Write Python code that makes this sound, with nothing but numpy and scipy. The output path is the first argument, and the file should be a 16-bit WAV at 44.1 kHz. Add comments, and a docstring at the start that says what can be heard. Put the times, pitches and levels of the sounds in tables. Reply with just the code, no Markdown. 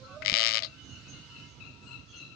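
"""A sheep bleats once, close to the microphones on the left, in a field near a wall. Sharp pulses ring
its throat in a harsh rattle that stumbles, steadies, and ends in a click and a short rasp of the mouth.
One soft bump falls under it. Far off to the right an animal calls and small birds chirp; far to the left
a bird repeats a falling cry. Thin whistles hang over a low rumble and a soft outdoor hiss."""
import sys
import numpy as np
from scipy import signal
from scipy.fft import rfft, irfft, next_fast_len
from scipy.io import wavfile
from scipy.ndimage import uniform_filter1d, map_coordinates

SR = 44100
rng = np.random.default_rng(int(sys.argv[2]) if len(sys.argv) > 2 else 0)


def generate_wav(signal):
    """Clip the signal to [-1, 1] and save it as 16-bit WAV at the path in sys.argv[1]."""
    frames = np.transpose(np.atleast_2d(signal))
    scaled = np.clip(frames, -1, 1) * 32767
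    pcm = np.round(scaled).astype(np.int16)
    wavfile.write(sys.argv[1], SR, pcm)


N = 103635

# spectrum of the open air: freq_hz, relative_db
AIR_SPECTRUM = [(22, -28), (40, -21), (70, -4), (130, 1.5), (165, -7), (225, -10), (275, -6), (360, -15.5),
                (760, -24.5), (1000, -23), (1400, -22), (1750, -26.5), (2400, -22.5), (3200, -21.5),
                (4100, -19.5), (5500, -24.5), (6400, -25.5), (7500, -36.5), (8800, -45), (9600, -55.5),
                (13000, -55), (15500, -62)]
# which way the air leans: freq_hz, left_minus_right_db
AIR_LEAN = [(100, -8.5), (600, -7.5), (1500, -5.5), (3000, -0.5), (6000, -5), (9000, -6.5), (14000, 4)]
# how alike the air is at the two microphones: freq_hz, correlation
AIR_COHERENCE = [(60, 0.91), (250, 0.84), (600, 0.34), (2000, 0.077), (10000, .1)]
# drift of the hiss: time_s, relative_db
HISS_DRIFT = [(0, -0.5), (.2, 0.5), (.7, -1), (1.15, 3.5), (1.45, -1), (1.78, -4), (1.9, -2), (2.04, -4.5),
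              (2.2, -0.5), (2.35, -4)]
# thin whistles and, in the last row, the crying bird's first faint cry:
# start_s, length_s, relative_db, pitch_hz, left_minus_right_db
WHISTLES_AND_FIRST_CRY = [(0.737, 0.36, -55.5, 2958, -19.5), (1.073, 0.55, -55.5, 2955, -14.5),
                          (0.71, 0.98, -66, 2110, -10), (1.134, 0.51, -67, 960, -17.5),
                          (1.657, 0.4, -66.5, 958, -18.5), (-0.55, 1.93, -65.5, 1520, -18),
                          (0.37, 4.1, -66, 1335, 18), (0.028, .15, -53.5, 1335, 19)]
# call of the far animal: time_s, pitch_hz, relative_db
ANIMAL_CALL = [(0, 515, -51.5), (.1, 530, -55.5), (.15, 584.7, -50.5), (.22, 625, -48), (.3, 635, -48),
               (.39, 668, -45), (.47, 660, -51), (.56, 625, -54.5), (.65, 645, -51), (.75, 640, -76.5)]
# partials of its toot: harmonic, relative_db
TOOT_HARMONICS = [(2, -12), (3, -1), (4, -8)]
# small birds: start_s, length_s, relative_db, pitch_hz
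BIRD_CHIRPS = [(0.039, 0.022, -54, 4090), (.81, 0.18, -57.5, 6310), (1.08, 0.051, -48, 6300),
               (1.119, .07, -58, 4000), (1.48, .08, -63.5, 6350), (1.825, 0.13, -69, 7700),
               (2.084, 0.049, -59, 6350), (2.075, 0.103, -54.5, 3280), (2.155, 0.039, -50, 6190),
               (2.18, 0.098, -53, 3934)]
# the bird's falling cries: start_s, length_s, relative_db, pitch_hz
BIRD_CRIES = [(0.061, 0.11, -60.5, 1337), (0.657, .09, -52, 1358), (0.882, 0.14, -51.5, 1392),
              (1.041, 0.061, -56, 1288), (1.111, 0.097, -49.5, 1417), (1.279, 0.16, -51, 1364),
              (1.598, 0.047, -45.5, 1296), (1.64, .08, -49.5, 1372), (1.815, 0.053, -56.5, 1300),
              (1.861, 0.0504, -48.5, 1411), (1.9, .08, -45.5, 1334), (2.119, 0.15, -47.5, 1373),
              (2.293, 0.052, -55, 1332)]
# partials of a falling cry: harmonic, relative_db
CRY_HARMONICS = [(1, -16.5), (2, -3), (3, -13)]
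# reverberation across the field: freq_hz, t60_s
FIELD_DECAY = [(500, 0.42), (3000, 0.6), (8000, 0.29)]
# clicks before and after the bleat: start_s, level_db, resonance_hz, width_hz, decay_s
MOUTH_CLICKS = [(.222, -29.5, 1640, 400, 0.0054), (.2235, -53, 4870, 600, 0.0033),
                (.601, -30.5, 3800, 1600, 0.0055), (0.6235, -13.5, 3800, 1110, 0.0012),
                (.632, -24, 4190, 540, 0.0089), (.636, -26, 4130, 894, 0.0031),
                (0.6464, -22, 4180, 397, 0.0054), (0.66, -34, 4200, 500, 0.0099)]
# pace of the throat pulses: time_s, rate_hz
THROAT_RATE = [(.2503, 88), (.295, 117), (.312, 95), (.343, 86), (.358, 116), (.378, 116), (.385, 112.8),
               (.445, 112.8), (.455, 116), (.483, 116), (.497, 108), (.51, 112.3), (.57, 112.3),
               (.596, 100)]
# effort behind the pulses: time_s, relative_db
BLEAT_EFFORT = [(.25, -7), (.263, -3.5), (.28, -1.5), (.298, 0), (.309, -5.5), (.329, -2), (.341, 4),
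                (.352, 1), (.378, 2), (.39, 1.5), (.41, 2.5), (.438, 0.5), (.483, 3.5), (.501, -2),
                (.51, -0.5), (.526, -2.5), (.55, 1.5), (.573, 1.5), (.593, -3.5)]
# resonances of the throat: freq_hz, gain_db
THROAT_RESPONSE = [(180, -75), (300, -47), (342, -25.5), (391, -52), (446, -14), (517, -26), (571, 0),
                   (620, -10.5), (685, -11), (744, -20.5), (968, -24), (1240, -2.5), (1370, -14.5),
                   (1640, -14), (2040, 0.5), (2520, -4), (2930, 2), (3280, -5.5), (3630, 0.5), (4570, -1),
                   (5210, -1.5), (6050, -17), (7140, -16), (9600, -42), (15500, -55.5)]
# ring of the half-open mouth: time_s, resonance_hz, relative_db
MOUTH_RING = [(.25, 2020, 1), (.28, 2250, 3.5), (.3, 2400, 0), (.345, 2400, -6), (.39, 2350, -29)]
# reflections close to the sheep: delay_s, gain
NEAR_REFLECTIONS = [(.0013, 0.23), (.0039, 0.074)]
# shading of the sheep at the right microphone: freq_hz, loss_db
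RIGHT_SHADE = [(60, -15), (99, -9), (160, -8), (270, 3), (450, 25.5), (740, 6), (1220, 24.5), (2010, 15.5),
               (3330, 27), (5500, 9.5), (9080, 10.5), (15000, 11)]
# reverberation off the wall: freq_hz, t60_s
WALL_DECAY = [(300, 0.47), (2500, 0.17), (9000, 0.08)]
# tones of the bump: pitch_hz, relative_db
BUMP_MODES = [(125, -5), (180, 2), (245, -4.5)]


def amp(db):
    """Decibels to gain."""
    return 10 ** (np.asarray(db) / 20)


def unit(x):
    """Scale to rms 1."""
    return x / np.sqrt(np.mean(x ** 2) + 1e-20)


def along(points, hz):
    """Read (freq_hz, value) points on a log axis."""
    freqs, values = np.transpose(points)
    return np.interp(np.log(hz + 1), np.log(freqs + 1), values)


def clock():
    """Time of each sample."""
    return np.arange(N) / SR


def curves(rows):
    """One value per sample for each column after the time."""
    times, *columns = np.transpose(rows)
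    return [np.interp(clock(), times, column) for column in columns]


def wobble(rate):
    """A smooth random curve, rate knots a second."""
    return map_coordinates(rng.standard_normal(int(N * rate / SR) + 4), [clock() * rate])


def grid():
    """Frequencies on which filters are written."""
    return np.fft.rfftfreq(2 * next_fast_len(N * 2 // 3), 1 / SR)


def filtered(x, response):
    """Filter x by a response on the frequency grid."""
    return irfft(rfft(x, 2 * len(grid()) - 2) * response)[..., :N]


def causal(db):
    """Minimum-phase response with the given gain."""
    cepstrum = irfft(np.log(amp(db)))
    half = len(cepstrum) // 2
    cepstrum[1:half] *= 2
    cepstrum[half + 1:] = 0
    return np.exp(rfft(cepstrum))


def pan(db):
    """Left and right gains; positive db is to the left."""
    return amp(np.array([[db], [-db]]) / 2)


def puff(start, decay, colour):
    """Coloured noise that starts at once and dies away."""
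    age = clock() - start
    noise = unit(filtered(rng.standard_normal(N), colour))
    return noise * np.clip(age / 0.00027, 0, 1) * np.exp(-np.abs(age) / decay)


def note(start, length, hz, fall, waver, partials=((1, 0),)):
    """A rounded note; fall and waver are shares of its pitch."""
    progress = np.clip((clock() - start) / length, 0, 1)
    pitch = hz * (1 + fall * (.5 - progress) + waver * wobble(260))
    phase = 2 * np.pi * np.cumsum(pitch) / SR
    envelope = np.sqrt(2 * np.abs(np.sin(np.pi * progress)))
    return envelope * sum(amp(db) * np.sin(k * phase) for k, db in partials)


def held_note(start, length, db, hz, side_db, gain_db=-6.5, waver_hz=22):
    """A pure note to one side that wavers about one pitch, swells and fades."""
    level = amp(db + gain_db + 4 * wobble(34.91))
    return level * pan(side_db) * note(start, length, hz, fall=0, waver=waver_hz / hz)


def echo(x, decays):
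    """A diffuse tail at each microphone; each frequency dies at its own speed."""
    hz, t, spectra = signal.stft(rng.standard_normal((2, SR // 2)), SR, nperseg=256)
    tail = signal.istft(spectra * amp(-60 * t / along(decays, hz)[:, None]), SR, nperseg=256)[1]
    return signal.fftconvolve(x, tail / np.linalg.norm(tail[0]), axes=1)[:, :N]


def patchy(x, depth_db):
    """Random patches of gain in time and frequency."""
    spectra = signal.stft(x, nperseg=1024)[2]
    patches = uniform_filter1d(rng.standard_normal(spectra.shape[1:]), size=5, axis=0)
    patches = uniform_filter1d(patches, size=7, axis=1)
    return signal.istft(spectra * amp(depth_db * unit(patches)), nperseg=1024)[1][:, :N]


def air(level_db=-51.5, swell_db=1.86, rumble_edge_hz=1250):
    """The bed of the field: a swelling low rumble under soft hiss, leaning right."""
    hz = grid()
    spread = np.arccos(np.clip(along(AIR_COHERENCE, hz), -1, 1)) / 2
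    colours = amp(along(AIR_SPECTRUM, hz)) * [np.cos(spread), np.sin(spread)]
    mid, side = filtered(rng.standard_normal((2, N)), colours)
    lean_db = along(AIR_LEAN, hz) / 2
    bed = unit(filtered(np.array([mid + side, mid - side]), amp([lean_db, -lean_db])))
    rumble = filtered(bed, 1 / (1 + (hz / rumble_edge_hz) ** 4))
    swell = amp(swell_db * wobble(14))
    drift_db, = curves(HISS_DRIFT)
    hiss = patchy(bed - rumble, depth_db=2) * amp(drift_db + .7 * wobble(11.76))
    return amp(level_db) * (rumble * swell + hiss)


def whistles():
    """Thin, steady whistles in the distance, most of them to the right."""
    return sum(held_note(*row) for row in WHISTLES_AND_FIRST_CRY[:-1])


def far_animal(call_gain_db=-4, overtone_db=-12.5, toot_db=-53):
    """Far off to the right, a long, nearly pure call and a brief toot."""
    hz, db = curves(ANIMAL_CALL)
    phase = 2 * np.pi * np.cumsum(hz * (1 + .017 * wobble(119.7))) / SR
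    tone = np.sin(phase) + amp(overtone_db) * np.sin(2 * phase)
    envelope = np.sqrt(2) * amp(db + call_gain_db + 3.2 * wobble(69.6)) * (clock() < ANIMAL_CALL[-1][0])
    toot = note(start=0.077, length=0.093, hz=374, fall=0.024, waver=.004, partials=TOOT_HARMONICS)
    return pan(db=-9.5) * (envelope * tone + amp(toot_db) * toot)


def first_cry():
    """The crying bird's first faint cry, far to the left."""
    return held_note(*WHISTLES_AND_FIRST_CRY[-1])


def birds(gain_db=-6.5, rough_db=3.5, field_db=-2.5):
    """High chirps on the right and rough falling cries on the left, smeared by distance."""
    cries = sum(amp(db) * note(start, length, hz, fall=.06, waver=.022, partials=CRY_HARMONICS)
                for start, length, db, hz in BIRD_CRIES)
    chirps = sum(amp(db) * note(start, length, hz, fall=.034, waver=.03)
                 for start, length, db, hz in BIRD_CHIRPS)
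    direct = pan(db=17) * cries * amp(rough_db * wobble(300)) + pan(db=-9.5) * chirps
    return amp(gain_db) * (direct + amp(field_db) * echo(direct, FIELD_DECAY))


def mouth(squeak_db=-34, skirt_db=-10):
    """A tiny rising squeak and short rasping clicks as the sheep's mouth opens and closes."""
    hz = grid()
    skirt = amp(skirt_db + along(THROAT_RESPONSE, hz))
    squeak = amp(squeak_db) * note(start=.2215, length=0.0118, hz=2246, fall=-.55, waver=0)
    clicks = sum(amp(db) * puff(start, decay, np.exp(-.5 * ((hz - centre) / width) ** 2) + skirt)
                 for start, db, centre, width, decay in MOUTH_CLICKS)
    return squeak + clicks


def throat_pulses(jitter_s=.00004, scatter_db=1.17, stumble_db=3.5, stumble_end_s=.325, fade_s=.028):
    """Sharp, slightly uneven pulses with turbulence between them."""
    t = clock()
    rate, = curves(THROAT_RATE)
    effort_db, = curves(BLEAT_EFFORT)
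    sounding = (t >= THROAT_RATE[0][0]) & (t < THROAT_RATE[-1][0])
    cycles = np.cumsum(rate * sounding) / SR
    count = np.arange(int(cycles[-1]) + 1)
    jitter, scatter = rng.standard_normal((len(count), 2)).T
    times = np.interp(count, cycles[sounding], t[sounding]) + jitter_s * jitter
    # strong and weak pulses alternate at the start
    stumble = np.clip((stumble_end_s - times) / fade_s, 0, 1) * (-1) ** (count + 1)
    sizes = amp(np.interp(times, t, effort_db) + stumble_db * stumble + scatter_db * scatter)
    taps = np.round(times * SR).astype(int)[:, None] + np.arange(-8, 9)
    spikes = sizes[:, None] * np.sinc(taps - times[:, None] * SR)
    pulses = np.bincount(taps.ravel(), spikes.ravel(), N)
    since_pulse_s = (cycles % 1) / rate
    rasp = amp(-41.5) + amp(-26) * np.exp(-since_pulse_s / 0.0017)  # steady, plus a burst per pulse
    return pulses + rng.standard_normal(N) * rasp * amp(effort_db) * sounding


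def mouth_ring(source, width_hz=140, gain_db=3.5):
    """A narrow ring that rises and fades as the mouth opens: fixed resonances cross-faded."""
    hz = grid()
    _, level_db = curves(MOUTH_RING)
    times, centres, _ = np.transpose(MOUTH_RING)
    shares = [np.interp(clock(), times, row) for row in np.eye(len(times))]
    drive = source * amp(level_db + gain_db)
    damping = 1j * hz * width_hz
    return sum(filtered(drive * share, damping / (centre ** 2 - hz ** 2 + damping))
               for share, centre in zip(shares, centres))


def bleat(gain_db=10, sweep_s=0.00068, sweep_hz=4650):
    """The pulses ring throat and mouth; within each pulse the lows come later."""
    hz = grid()
    pulses = throat_pulses()
    delay_s = sweep_s * (np.exp(-(hz / sweep_hz) ** 2) - 1)
    sweep = np.exp(-2j * np.pi * np.cumsum(delay_s) * hz[1])
    throat = causal(along(THROAT_RESPONSE, hz))
    return amp(gain_db) * filtered(pulses + mouth_ring(pulses), throat * sweep)


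def sheep(right_lag_s=0.000468, wall_db=-13):
    """Close on the left by the wall; the voice reaches the right microphone later and shaded."""
    hz = grid()
    reflections = sum(gain * np.exp(-2j * np.pi * hz * delay) for delay, gain in NEAR_REFLECTIONS)
    left = filtered(bleat(), 1 + reflections) + mouth()
    right = filtered(left, causal(-along(RIGHT_SHADE, hz)) * np.exp(-2j * np.pi * hz * right_lag_s))
    pair = np.array([left, right])
    return pair + amp(wall_db) * echo(pair, WALL_DECAY)


def bump(start_s=.323, rise_s=0.0032, decay_s=0.0078, thud_db=-32.5, scuff_db=-44):
    """One soft, low knock with a little scuff, alike at both microphones."""
    age = np.maximum(clock() - start_s, 0)
    envelope = (1 - np.exp(-age / rise_s)) * np.exp(-age / decay_s)
    thud = envelope * sum(amp(db) * np.sin(2 * np.pi * hz * age) for hz, db in BUMP_MODES)
    scuff = puff(start_s, decay=0.012, colour=1 / (1 + (grid() / 1100) ** 4))
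    return amp(thud_db) * thud + amp(scuff_db) * scuff


def scene():
    """The field from where the microphones stand."""
    return sheep() + bump() + far_animal() + birds() + whistles() + first_cry() + air()


def record(dry, top_hz=15900):
    """The recorder keeps nothing above its band limit."""
    return filtered(dry, grid() < top_hz)


dry = scene()
out = record(dry)
generate_wav(out)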